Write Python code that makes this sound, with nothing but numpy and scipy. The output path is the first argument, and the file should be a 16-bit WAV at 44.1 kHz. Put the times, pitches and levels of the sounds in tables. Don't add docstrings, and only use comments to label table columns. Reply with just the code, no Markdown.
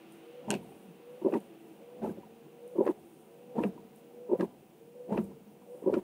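import sys
import numpy as np
from scipy import signal
from scipy.fft import rfft, irfft, next_fast_len
from scipy.io import wavfile
from scipy.ndimage import map_coordinates

SR = 44100
rng = np.random.default_rng(int(sys.argv[2]) if len(sys.argv) > 2 else 0)


def to_wav(sig):
    pcm = np.clip(np.atleast_2d(sig), -1, 1) * 32767
    pcm = np.round(pcm).astype(np.int16)
    wavfile.write(sys.argv[1], SR, pcm.T)


def magnitude_from_level(level_db):
    exponent = np.asarray(level_db, float) / 20
    return 10 ** exponent


N = 265904

# time_s, level_db
ROAD_LEVEL = [
    (0.0, -63.5),
    (0.37, -64),
    (0.9, -67.5),
    (1.26, -65),
    (1.6, -67.5),
    (2.5, -69),
    (3.21, -71),
    (3.81, -69.5),
    (4.82, -72.5),
    (6.03, -71.5),
]
# frequency_hz, level_db_per_hz
TYRE_SPECTRUM = [(650, -36), (1100, 1.5), (1850, -4), (2720, 1), (3600, -6.5), (5000, -18), (6500, -20),
                 (11000, -120)]
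# frequency_hz, level_db_per_hz
RUMBLE_SPECTRUM = [(12, -58), (20, -4.5), (60, -13.5), (113, -3.5), (128, -24), (140, 3), (180, -50),
                   (310, -120)]
# start_s, peak_db
ROOF_DROPS = [
    (0.123, -54),
    (1.4046, -54),
    (2.6787, -56),
    (2.857, -52.5),
    (3.6368, -53),
    (3.961, -56),
    (5.243, -53.5),
]
# start_s, length_s, squeak_db, spray_db
WATER_SHEETS = [(0.13, 0.02, -74, -72), (0.615, 0.23, -77, -73.5), (1.1, 0.25, -84, -75),
                (1.405, 0.026, -78, -72), (1.598, 0.17, -83, -76), (2.678, 0.053, -79, -74.5),
                (2.761, 0.18, -81, -74.5), (3.0, 0.22, -76.5, -76), (3.528, .06, -87, -81),
                (3.957, 0.039, -87, -70.5), (5.24, 0.012, -82, -66.5), (5.703, 0.13, -76.5, -74)]
# frequency_hz, level_db_per_hz
PREAMP_SPECTRUM = [(2060, -46), (3500, -9.5), (4790, -7.5), (8240, -6.5), (8880, -6), (12600, -6),
                   (15800, -0.5)]
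# frequency_hz, level_db
PILOT_TONE = [(15488, -83)]
# time_s, pitch_hz, level_db
GEAR_WHINE = [
    [(0, 440, -60), (.138, 447, -69), (.25, 466, -57.5), (.356, 490.4, -51), (.46, 499.5, -52)],
    [(.64, 451, -61), (.74, 454, -60.5), (.988, 469, -63.5), (1.086, 487, -52), (1.2, 502, -53.5)],
    [(1.43, 437, -61), (1.6, 435.6, -67.5), (1.72, 454, -62.5), (1.83, 470, -57), (1.938, 490, -53),
     (2.0, 495, -52)],
    [(2.16, 456.5, -56), (2.25, 454.6, -62), (2.562, 473, -58), (2.63, 475.5, -51.5), (2.702, 497, -49),
     (2.74, 496, -47.5)],
    [(2.96, 434, -63), (3.16, 438.3, -68), (3.26, 453, -63.5), (3.444, 489, -53.5), (3.54, 496, -48)],
    [(3.72, 458.3, -57), (3.89, 459, -61), (4.088, 472.4, -60), (4.21, 487, -51), (4.28, 495, -51)],
    [(4.49, 432, -69), (4.7, 435, -80), (4.804, 455, -61.5), (4.98, 491, -51), (5.07, 495, -48)],
    [(5.24, 458, -54), (5.4, 456, -63), (5.634, 478.6, -61.5), (5.71, 486, -49), (5.786, 498.5, -50.5),
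     (5.83, 497, -54)],
    [(6.0, 430, -63)],
]
# start_s, end_s, friction_db
STROKES = [
    (0.05, 0.459, -57.5),
    (0.626, 1.245, -59),
    (1.499, 2.019, -57.5),
    (2.199, 2.791, -59),
    (3.045, 3.551, -60),
    (3.752, 4.312, -59),
    (4.605, 5.08, -62.5),
    (5.298, 5.855, -60),
    (6.02, 6.5, -51),
]
# time_s, body_shake_db, drag_db, frame_buzz_db, lip_song_afterwards_db
REVERSALS = [
    (-0.2, -78, -55, -55, -58),
    (0.531, -55.5, -42.5, -48.5, -68),
    (1.33, -76, -45.5, -45.5, -70),
    (2.069, -57.5, -42.5, -53.5, -69),
    (2.86, -65, -52.5, -46, -63.5),
    (3.632, -57.5, -42.5, -49, -87),
    (4.4, -61.5, -52, -46.5, -66),
    (5.181, -52.5, -43.5, -52, -81),
    (5.94, -58, -46, -46.5, -60),
]
# start_s, length_s, level_db, pitch_hz
GLASS_GROANS = [
    (0.022, 0.26, -58.5, 332.3),
    (0.831, 0.087, -56, 191.6),
    (1.494, 0.21, -56, 334.3),
    (2.313, 0.11, -62.5, 229.5),
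    (3.06, 0.091, -61.5, 336.5),
    (3.838, 0.11, -64.5, 218.6),
    (5.215, 0.028, -37, 199.7),
    (5.419, 0.076, -55.5, 211.5),
]
# frequency_hz, width_hz, level_db
GLASS_MODES = [(144.2, 12.6, -4), (195, 41.6, -3), (238.6, 52.3, -4), (324, 87.3, -6), (419, 138, -10)]
# frequency_hz, width_hz, level_db
FRAME_MODES = [(516, 81, 2.5), (672, 6.6, 7.5), (746, 46, 1), (865, 29, -14.5), (885, 23, -14),
               (1003, 43, -5.5)]
# frequency_hz, width_hz, level_db
STRUCK_MODES = [(650, 110, -2.5), (953, 116, 5), (1133, 420, -2), (1570, 860, -12.5)]
# frequency_hz, level_db_per_hz
SCRUB_SPECTRUM = [(600, 18.5), (1200, -6), (2500, -8.5), (5000, -25.5), (9000, -21), (16000, -33)]
# start_s, peak_db, pitch_hz
ARM_SETTLING = [(0.626, -49, 930), (0.649, -49, 696), (0.69, -47.5, 790), (0.719, -47, 757),
                (1.216, -45, 570), (2.017, -39, 670), (2.174, -43, 560), (2.194, -50, 779),
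                (2.232, -45, 950), (2.27, -50, 710), (2.701, -45, 520), (3.777, -44.5, 964),
                (3.799, -54, 954), (4.186, -50, 420), (4.29, -45, 560), (4.627, -48, 395),
                (5.315, -52, 990), (5.62, -55, 985), (5.658, -48, 570)]
# start_s, snap_db, case_ring_db
NEAR_CLICKS = [
    (0.5043, -24, -25.5),
    (0.512, -31.5, -33),
    (0.52, -55, -47),
    (0.5265, -56, -43),
    (0.5323, -58, -56),
    (0.5448, -56, -50),
    (0.5396, -44, -34.5),
    (0.551, -52, -50),
]
# start_s,
# peak_db, pitch_hz
FRAME_KNOCKS = [(0.4825, -41, 870), (0.4912, -36, 800), (0.5019, -44, 844), (0.5087, -37, 886),
                (0.52, -37.5, 857), (0.5279, -34, 870), (1.2197, -47, 955), (1.2458, -40, 960),
                (1.2582, -39.5, 953), (1.2662, -39, 946), (1.2756, -45, 865), (1.3245, -42, 794),
                (1.3353, -39, 830), (1.3433, -45, 890), (1.3514, -33, 970), (2.0269, -44, 724),
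                (2.0348, -43, 838), (2.045, -32.5, 890), (2.0583, -44, 816), (2.0696, -42.5, 950),
                (2.0763, -44, 820), (2.7809, -37.5, 950), (2.7909, -42, 965), (2.805, -34, 893),
                (2.8143, -41, 830), (2.8244, -38, 844), (2.8354, -40, 790), (2.8606, -39, 864),
                (2.8731, -34, 1085), (2.8867, -35.5, 910), (2.9055, -41, 900), (3.5626, -41, 810),
                (3.5802, -33, 920), (3.588, -33, 935), (3.6016, -37, 950), (3.615, -42, 955),
                (3.632, -47, 946), (3.6394, -45, 915), (4.293, -43.5, 950), (4.3145, -39, 936),
                (4.3312, -38.5, 880), (4.3478, -56, 849), (4.4053, -42, 950), (4.4145, -45, 860),
                (4.4275, -37, 960), (4.4438, -45, 844), (5.1043, -42, 840), (5.1222, -32, 905),
                (5.1436, -36, 952), (5.1579, -41, 840), (5.171, -39, 880), (5.18, -44, 940),
                (5.19, -46, 826), (5.8596, -43, 960), (5.8762, -45, 925), (5.893, -38, 865),
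                (5.9372, -37, 980), (5.9449, -50, 850), (5.965, -42, 922),
                (2.02, -57, 1550), (2.044, -59, 1600), (2.06, -51, 1340), (2.068, -52, 1260),
               (2.094, -55, 1550), (3.582, -50, 1390), (3.593, -53, 1810), (3.648, -49, 1260),
               (5.122, -51, 1422), (5.186, -46, 1290), (5.937, -40, 1370), (5.949, -47, 1320)]
# start_s, peak_db
ARM_PINGS = [(0.4868, -35), (0.5282, -32.5), (0.5537, -42.5), (1.2573, -19.5), (1.2795, -24), (1.3226, -27),
             (1.3514, -24.5), (2.0422, -28.5), (2.051, -29), (2.082, -46), (2.7542, -34), (2.7815, -29.5),
             (2.8025, -20), (2.8149, -33), (2.8264, -32), (2.8651, -22.5), (2.883, -33), (3.5529, -50),
             (3.5651, -37), (3.5817, -27.5), (3.5917, -48), (3.6309, -30), (3.6455, -33.5), (4.2872, -36),
             (4.2993, -33), (4.3134, -24.5), (4.3256, -21.5), (4.3382, -34), (4.3504, -27), (4.3956, -25),
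             (4.4107, -41), (4.4217, -30.5), (4.4351, -40), (5.0859, -38), (5.1044, -30.5), (5.1183, -33),
             (5.1353, -35), (5.1718, -29), (5.8712, -22), (5.8941, -28), (5.9171, -32), (5.9388, -30),
             (5.9646, -25.5)]
# start_s, peak_db, upper_ring_db, crack_db
LINKAGE_TICKS = [(1.3245, -49, 0, -25), (1.3393, -36.5, -7, -3), (2.059, -57, 0, -17),
                 (2.8523, -51, -3, -28), (2.867, -41.5, -9, 3), (2.8769, -36, -13, -12),
                 (3.6367, -36.5, 3, -15), (4.398, -44, -25, -33), (4.409, -34.5, -9, 3),
                 (5.1764, -37, 0, -30), (5.9402, -39, -1, 8)]
# frequency_hz, width_hz, level_db
LINKAGE_MODES = [(1150, 270, 5), (1654, 71, 5.5), (1850, 200, 2)]
# frequency_hz, width_hz, level_db
LINKAGE_UPPER_MODES = [(2330, 140, -4.5), (2690, 280, -0.5), (2870, 1100, -28)]
# start_s, lip_db, lip_hz, length_s
LEADING_FLAPS = [(1.215, -31.5, 348, 0.02), (1.2455, -17.5, 371, 0.011), (1.258, -16, 366, 0.018),
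                 (1.276, -28.5, 450, 0.016), (1.297, -28, 420, 0.0082), (2.754, -29, 370, 0.017),
                 (2.7633, -33, 377, 0.015), (2.7826, -15, 353.5, 0.016), (2.804, -15.5, 391, 0.016),
                 (2.821, -29.5, 499, 0.016), (2.838, -40, 480, 0.016), (4.2904, -29, 400, 0.02),
                 (4.3137, -19, 356, 0.021), (4.3287, -17, 400, 0.015), (4.346, -26, 506, 0.013),
                 (5.82, -37, 436, 0.014), (5.838, -31, 327.5, 0.0082), (5.86, -18, 362, 0.012),
                 (5.8733, -16, 366, 0.017), (5.897, -18, 450, 0.0065), (5.908, -33, 415, 0.011)]
# start_s, lip_db, lip_hz, length_s, glass_thump_db
TRAILING_FLAPS = [(1.315, -35, 417, 0.023, -52), (1.329, -20.5, 341, 0.018, -43),
                  (1.348, -21.5, 378, 0.017, -26), (1.3624, -23.5, 320, 0.019, -28),
                  (2.848, -39, 400, 0.017, -33.5), (2.863, -15, 378, 0.0052, -44),
                  (2.874, -14, 438, 0.0051, -41), (2.887, -17, 338, 0.018, -51),
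                  (2.904, -28, 360, 0.015, -33.5), (4.39, -31, 406, 0.0087, -27),
                  (4.4, -21, 332, 0.016, -22.5), (4.424, -21, 368, 0.0189, -24),
                  (4.442, -35, 380, 0.016, -29), (5.924, -21, 399, 0.015, -40),
                  (5.9385, -15, 307, 0.0095, -47), (5.952, -29.5, 373, 0.01, -32),
                  (5.9649, -19.5, 357, 0.018, -27), (5.984, -29.5, 363, 0.014, -32)]
# start_s, lip_db, glass_thump_db, length_s
TOP_FLAPS = [(0.4772, -44, -29.5, 0.081), (0.499, -35, -22, 0.009), (0.5163, -27.5, -46, 0.01),
             (0.528, -27.5, -48, 0.016), (0.5484, -39, -27, 0.0079), (0.554, -32.5, -50, 0.018),
             (2.02, -44, -30, 0.019), (2.03, -29, -29, 0.026), (2.05, -36.5, -55, 0.031),
             (2.0756, -28, -26, 0.0067), (2.087, -29, -47, 0.016), (2.108, -44, -26.5, 0.011),
             (2.171, -43, -38.5, 0.019), (3.552, -31.5, -36, 0.019), (3.569, -34, -29, 0.0083),
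             (3.5818, -28, -17.5, 0.011), (3.6008, -25.5, -31, 0.024), (3.62, -47, -51, 0.0078),
             (3.638, -18.5, -52, 0.0071), (3.6442, -14.5, -40, 0.0033), (3.65, -29, -18.5, 0.012),
             (3.662, -40, -23.5, 0.021), (3.689, -39, -30, 0.012), (5.088, -37.5, -32.5, 0.016),
             (5.1067, -29.5, -61, 0.011), (5.1195, -32, -19.5, 0.023), (5.142, -29, -33, 0.0066),
             (5.153, -25.5, -27, 0.014), (5.176, -19, -45, 0.0047), (5.1825, -25, -19.5, 0.016),
             (5.203, -33, -22.5, 0.016)]
TOP_FLAP_PITCHES = [403, 373, 383, 371, 420, 381, 410, 380.7, 465, 419, 351, 420, 383, 458, 412, 431, 323,
                    367, 412, 397, 419, 409, 422, 403, 391.5, 444, 393, 338, 400, 344, 379]

ARM_HZ, ARM_UPPER_HZ = 553.7, 672
TURN_S = np.transpose(REVERSALS)[0]


def unit(x):
    return x / np.sqrt(np.mean(x ** 2) + 1e-20)


def curves(rows):
    s, *columns = np.transpose(rows)
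    return [np.interp(np.arange(N) / SR, s, column) for column in columns]


def wobble(rate):
    knots = rng.standard_normal(int(N * rate / SR) + 4)
    return map_coordinates(knots, [np.arange(N) * rate / SR])


def swells(s, peak_db, rest_db, rise, fall, hold=0):
    t = np.arange(0, N / SR + .002, .002)
    late = t - s[:, None]
    before = np.clip(late, None, 0)
    after = np.clip(late - np.reshape(hold, (-1, 1)), 0, None)
    shape = np.exp(-(before / rise) ** 2 - after / fall)
    strongest = shape == shape.max(axis=0)
    level_db = rest_db + np.sum((peak_db - rest_db)[:, None] * shape * strongest, axis=0)
    return curves(np.transpose([t, level_db]))[0]


def filtered(x, response):
    m = next_fast_len(N + SR // 2)
    return irfft(rfft(x, m) * response(np.fft.rfftfreq(m, 1 / SR)), m)[:N]


def modes(table):
    def response(f):
        total = 0
        for k, (centre, width, db) in enumerate(table):
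            damping = 1j * f * width
            total = total + (-1) ** k * magnitude_from_level(db) * damping / (centre * centre - f * f + damping)
        return total
    return response


def slope(points):
    f, db = np.transpose(points)
    return lambda hz: magnitude_from_level(np.interp(np.log(hz + 1), np.log(f + 1), db, left=-120, right=-120))


def noise(response):
    return unit(filtered(rng.standard_normal(N), response))


def impulses(times, db):
    strength = magnitude_from_level(db) * rng.choice([-1, 1], len(times))
    return np.bincount(np.round(times * SR).astype(int), strength, N)


def traffic():
    level_db = curves(ROAD_LEVEL)[0] - 1.5 + 0.18 * wobble(7.2)
    return magnitude_from_level(level_db) * noise(slope(TYRE_SPECTRUM))


def body_rumble():
    shake_db = np.transpose(REVERSALS)[1]
    level_db = swells(TURN_S - .03, shake_db, -86.0, rise=0.05, fall=0.21, hold=0.028)
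    return magnitude_from_level(level_db + 7.0 + 0.37 * wobble(24.0)) * noise(slope(RUMBLE_SPECTRUM))


def water():
    s, length, squeak_db, spray_db = np.transpose(WATER_SHEETS)
    film_db = swells(s, squeak_db, -84.5, rise=.03, fall=0.12, hold=length) + 2.0 * wobble(53)
    film = magnitude_from_level(film_db) * noise(modes([(8970, 480, 1)]))
    thrown_db, thrown_s = np.resize([(-68.5, 0.076), (-68, 0.075)], (len(REVERSALS), 2)).T
    thrown_start = TURN_S - thrown_s / 2 + 0.017
    thrown_db = swells(thrown_start, thrown_db, -94, rise=0.018, fall=0.023, hold=thrown_s)
    pushed_db = swells(s, spray_db, -85.5, rise=0.0097, fall=0.045, hold=length)
    splash = modes([(11000, 12000, 0)])
    return film + magnitude_from_level(np.maximum(thrown_db, pushed_db)) * noise(lambda f: splash(f) ** 2)


def drops():
    s, db = np.transpose(ROOF_DROPS)
    return filtered(impulses(s, db + 21.0), modes([(9000, 820, 6.5), (13150, 5000, -6)]))


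def motor():
    hz, db = curves(np.concatenate(GEAR_WHINE))
    db = db + swells(TURN_S, np.full(len(TURN_S), -1.5), 0, rise=0.035, fall=0.15, hold=0.07)
    phase = 2 * np.pi * np.cumsum(hz + 2.2 * wobble(30)) / SR
    arm_mode, grit_mode = modes([(ARM_HZ, 40, 0)]), modes([(480, 90, 0)])
    arm = magnitude_from_level(db - 11 + 3 * wobble(12)) * noise(lambda f: arm_mode(f) ** 2)
    grit = magnitude_from_level(db - 20) * noise(lambda f: grit_mode(f) ** 2)
    gear = np.sqrt(2) * np.sin(phase) * magnitude_from_level(db + 2 * wobble(60) + 2 * wobble(20))
    return arm + grit + gear


def rubbing():
    start, end, friction_db = np.transpose(STROKES)
    _, _, drag_db, buzz_db, song_db = np.transpose(REVERSALS)
    stroke_db, = curves(np.transpose([(start + end) / 2, friction_db]))
    drag_db = np.maximum(stroke_db, swells(TURN_S, drag_db, -61.5, rise=0.093, fall=0.16))
    buzz_db = np.maximum(stroke_db - 0.9, swells(TURN_S - 0.013, buzz_db, -69, rise=0.14, fall=0.17))
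    song_db = swells(TURN_S + 0.096, song_db, -82.5, rise=0.29, fall=0.3, hold=0.091)
    unsteady = magnitude_from_level(1.1 * wobble(45))
    glass, frame_ring, broad = modes(GLASS_MODES), modes(FRAME_MODES), modes([(780, 700, 0)])
    lip = modes([(338, 16, 0), (372, 18, -5)])
    rubbed_glass = noise(lambda f: glass(f) * (1j * f / (1j * f + 100)) ** 2)
    drag = magnitude_from_level(drag_db + 1.0) * unit(unsteady * magnitude_from_level(1.0 * wobble(16.0)) * rubbed_glass)
    rubbed_frame = noise(lambda f: frame_ring(f) * broad(f))
    buzz = magnitude_from_level(buzz_db - 4.5) * unit(unsteady ** .5 * magnitude_from_level(0.24 * wobble(31)) * rubbed_frame)
    song = magnitude_from_level(song_db + 4.5 + 1.8 * wobble(8.6)) * noise(lambda f: lip(f) ** 2)
    return song + drag + buzz


def groans():
    s, length, db, hz = np.transpose(GLASS_GROANS)
    ends = np.ravel([s - .03, s + length + 0.1004], "F")
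    hz, = curves(np.transpose([ends, np.repeat(hz, repeats=2)]))
    phase = 2 * np.pi * np.cumsum(hz + 10 * wobble(40)) / SR
    level_db = swells(s, db, -81, rise=0.023, fall=0.1, hold=length) + 2.8 * wobble(40)
    return np.sqrt(2) * np.sin(phase) * magnitude_from_level(level_db)


def settling():
    out, t = np.zeros(N + SR), np.arange(SR // 10) / SR
    for s, db, hz in ARM_SETTLING:
        envelope = magnitude_from_level(db - 60 * t / 0.053) * (1 - np.exp(-t / 0.0011))
        out[round(s * SR):][:len(t)] += envelope * np.sin(2 * np.pi * hz * t)
    return out[:N]


def clicks():
    s, snap_db, case_db = np.transpose(NEAR_CLICKS)
    snap, case = modes([(8100, 6700, 0.0077)]), modes([(2720, 550, 0)])

    def snap_with_echo(f):
        echo = 1 + 0.33 * np.exp(-2j * np.pi * f * 0.000904)
        return snap(f) ** 3 / (1 + (f / 10200) ** 6) * echo

    out = filtered(impulses(s + 0.00043, snap_db + 26), snap_with_echo)
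    out += filtered(impulses(s + .0007, case_db + 34), lambda f: case(f) ** 2)
    out += filtered(impulses(s + 0.00097, case_db + 30.0), modes([(1550, 156, 1.5), (4340, 160, -4.5)]))
    decay = magnitude_from_level(-60 * np.arange(SR // 10) / SR / 0.11)
    shake = signal.fftconvolve(abs(impulses(s, case_db)), decay)[:N]
    rattle = noise(modes([(1720, 200, -18), (2580, 410, 46.0), (7300, 4500, -37.0)]))
    return out + magnitude_from_level(-15.5) * abs(shake) * rattle


def frame():
    out, t = np.zeros(N + SR), np.arange(SR // 20) / SR
    knock_rise, ping_rise = 0.0038, 0.0061
    rows = [(*row, knock_rise) for row in FRAME_KNOCKS]
    for s, db in ARM_PINGS:
        at_top = abs(s - TURN_S).argmin() % 2
        rows.append((s, db - 6.5, ARM_HZ, ping_rise))
        rows.append((s, db + (-26.5, -11)[at_top], ARM_UPPER_HZ, ping_rise))
    for (s, db, hz, rise), (phase, detune) in zip(rows, rng.standard_normal((len(rows), 2))):
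        swell = (t / rise * np.exp(1 - t / rise)) ** 1.8
        ring = np.sin(2 * np.pi * hz * (1 + 0.028 * detune) * t + 2 * phase)
        out[round(s * SR):][:len(t)] += magnitude_from_level(db) * swell * ring
    return out[:N]


def linkage():
    s, db, upper_db, crack_db = np.transpose(LINKAGE_TICKS)
    t = np.arange(SR // 20) / SR
    rattle = magnitude_from_level(-60 * t / 0.0047) + 0.31 * magnitude_from_level(-60 * t / 0.068)
    rattle = rattle * (1 - np.exp(-t / 0.003)) * 0.25
    lead = round(.03 * SR)
    scrape = 0.057 * magnitude_from_level(-60 * t[lead:0:-1] / 0.029)
    rattle = np.concatenate([scrape, rattle + 0.0263 * (t < .002)])

    def blow(level_db, lag=0):
        envelope = signal.fftconvolve(impulses(s + lag - .001 - lead / SR, level_db), rattle)[:N]
        return 0.51 * envelope * rng.standard_normal(N) + impulses(s + lag, level_db - 4.0)

    low = filtered(blow(db + 34.0), modes(LINKAGE_MODES))
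    upper = filtered(blow(db + upper_db + 39.0), modes(LINKAGE_UPPER_MODES))
    bright = modes([(4600, 3500, 0)])
    crack = filtered(blow(db + crack_db + 9.5, lag=0.0016), lambda f: bright(f) ** 2)
    return filtered(low + upper, lambda f: 1 / (1 + 1j * f / 3500) ** 2) + crack


def flaps():
    lead = [(s, db, hz, length, db - 11.5, 0.48 * db - 34.5, -9.5) for s, db, hz, length in LEADING_FLAPS]
    trail = [(*row, row[1] - 20, -1) for row in TRAILING_FLAPS]
    s, lip_db, thump_db, length = np.transpose(TOP_FLAPS)
    to_turn = s[:, None] - TURN_S
    since = to_turn[np.arange(len(s)), abs(to_turn).argmin(axis=1)] + 0.057
    knock_db = np.maximum(lip_db, thump_db) - 17 - 150 * np.clip(since, 0, None)
    top = zip(s, lip_db, TOP_FLAP_PITCHES, length, thump_db, knock_db, np.zeros(len(s)))
    return lead + trail + list(top)


def blades():
    out, force, t = np.zeros(N + SR), np.zeros(N + SR), np.arange(SR // 10) / SR
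    struck = modes(STRUCK_MODES)
    shaken = np.tile(noise(lambda f: struck(f) ** 2), 2)

    def hold(length, rise, fall):
        release = np.exp(-(np.clip(t - length, 0, None) / fall) ** 2)
        return (1 - np.exp(-(t / rise) ** 2)) * magnitude_from_level(-4 * t / length) * release

    rows = flaps()
    for row, (a, b, c) in zip(rows, rng.standard_normal((len(rows), 3))):
        s, lip_db, hz, length, thump_db, knock_db, scrub_db = row
        turn = 2 * np.pi * t
        lip = np.sin(hz * turn)
        lip += 0.16 * np.sin(1.468 * hz * turn + a)
        lip += 0.32 * np.sin(0.742 * hz * turn + b)
        thump = magnitude_from_level(thump_db) * np.sin(205 * (1 + 0.073 * np.tanh(b)) * turn + a)
        knock = magnitude_from_level(knock_db - 6.5 + 0.5 * c) * shaken[round(s * SR):][:len(t)]
        flap = hold(length, 0.0031, 0.0014) * magnitude_from_level(lip_db) * lip
        flap += hold(length, 0.0014, 0.0091) * thump
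        flap += hold(length, 0.0038, 0.0095) * knock
        start = round((s - .0015) * SR)
        out[start:][:len(t)] += flap
        force[start:][:len(t)] += magnitude_from_level(0.49 * knock_db + scrub_db) * hold(length, 0.0073, 0.016)
    scrub = magnitude_from_level(-26.0) * force[:N] * noise(slope(SCRUB_SPECTRUM))
    ring = magnitude_from_level(-12.0) * filtered(out[:N], modes(GLASS_MODES))
    return filtered(out[:N] + ring, lambda f: (1j * f / (1j * f + 110)) ** 3) + scrub


def scene():
    outside = traffic() + body_rumble() + water() + drops()
    stroke = motor() + rubbing() + groans() + settling()
    return (outside + stroke + clicks() + frame() + linkage() + blades())[None]


def low_pass(x):
    return signal.sosfilt(signal.butter(12, 16400, fs=SR, output="sos"), x)


def record(dry):
    cut = filtered(dry[0], lambda f: (1j * f / (1j * f + 60)) ** 2)
    (hz, db), = PILOT_TONE
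    pilot = np.sqrt(2) * magnitude_from_level(db) * np.sin(2 * np.pi * hz * np.arange(N) / SR)
    hiss = magnitude_from_level(-74.0) * noise(slope(PREAMP_SPECTRUM))
    mix = filtered(cut + hiss + pilot, lambda f: f < 15740)
    return low_pass(mix[None])


dry = scene()
out = record(dry)
to_wav(out)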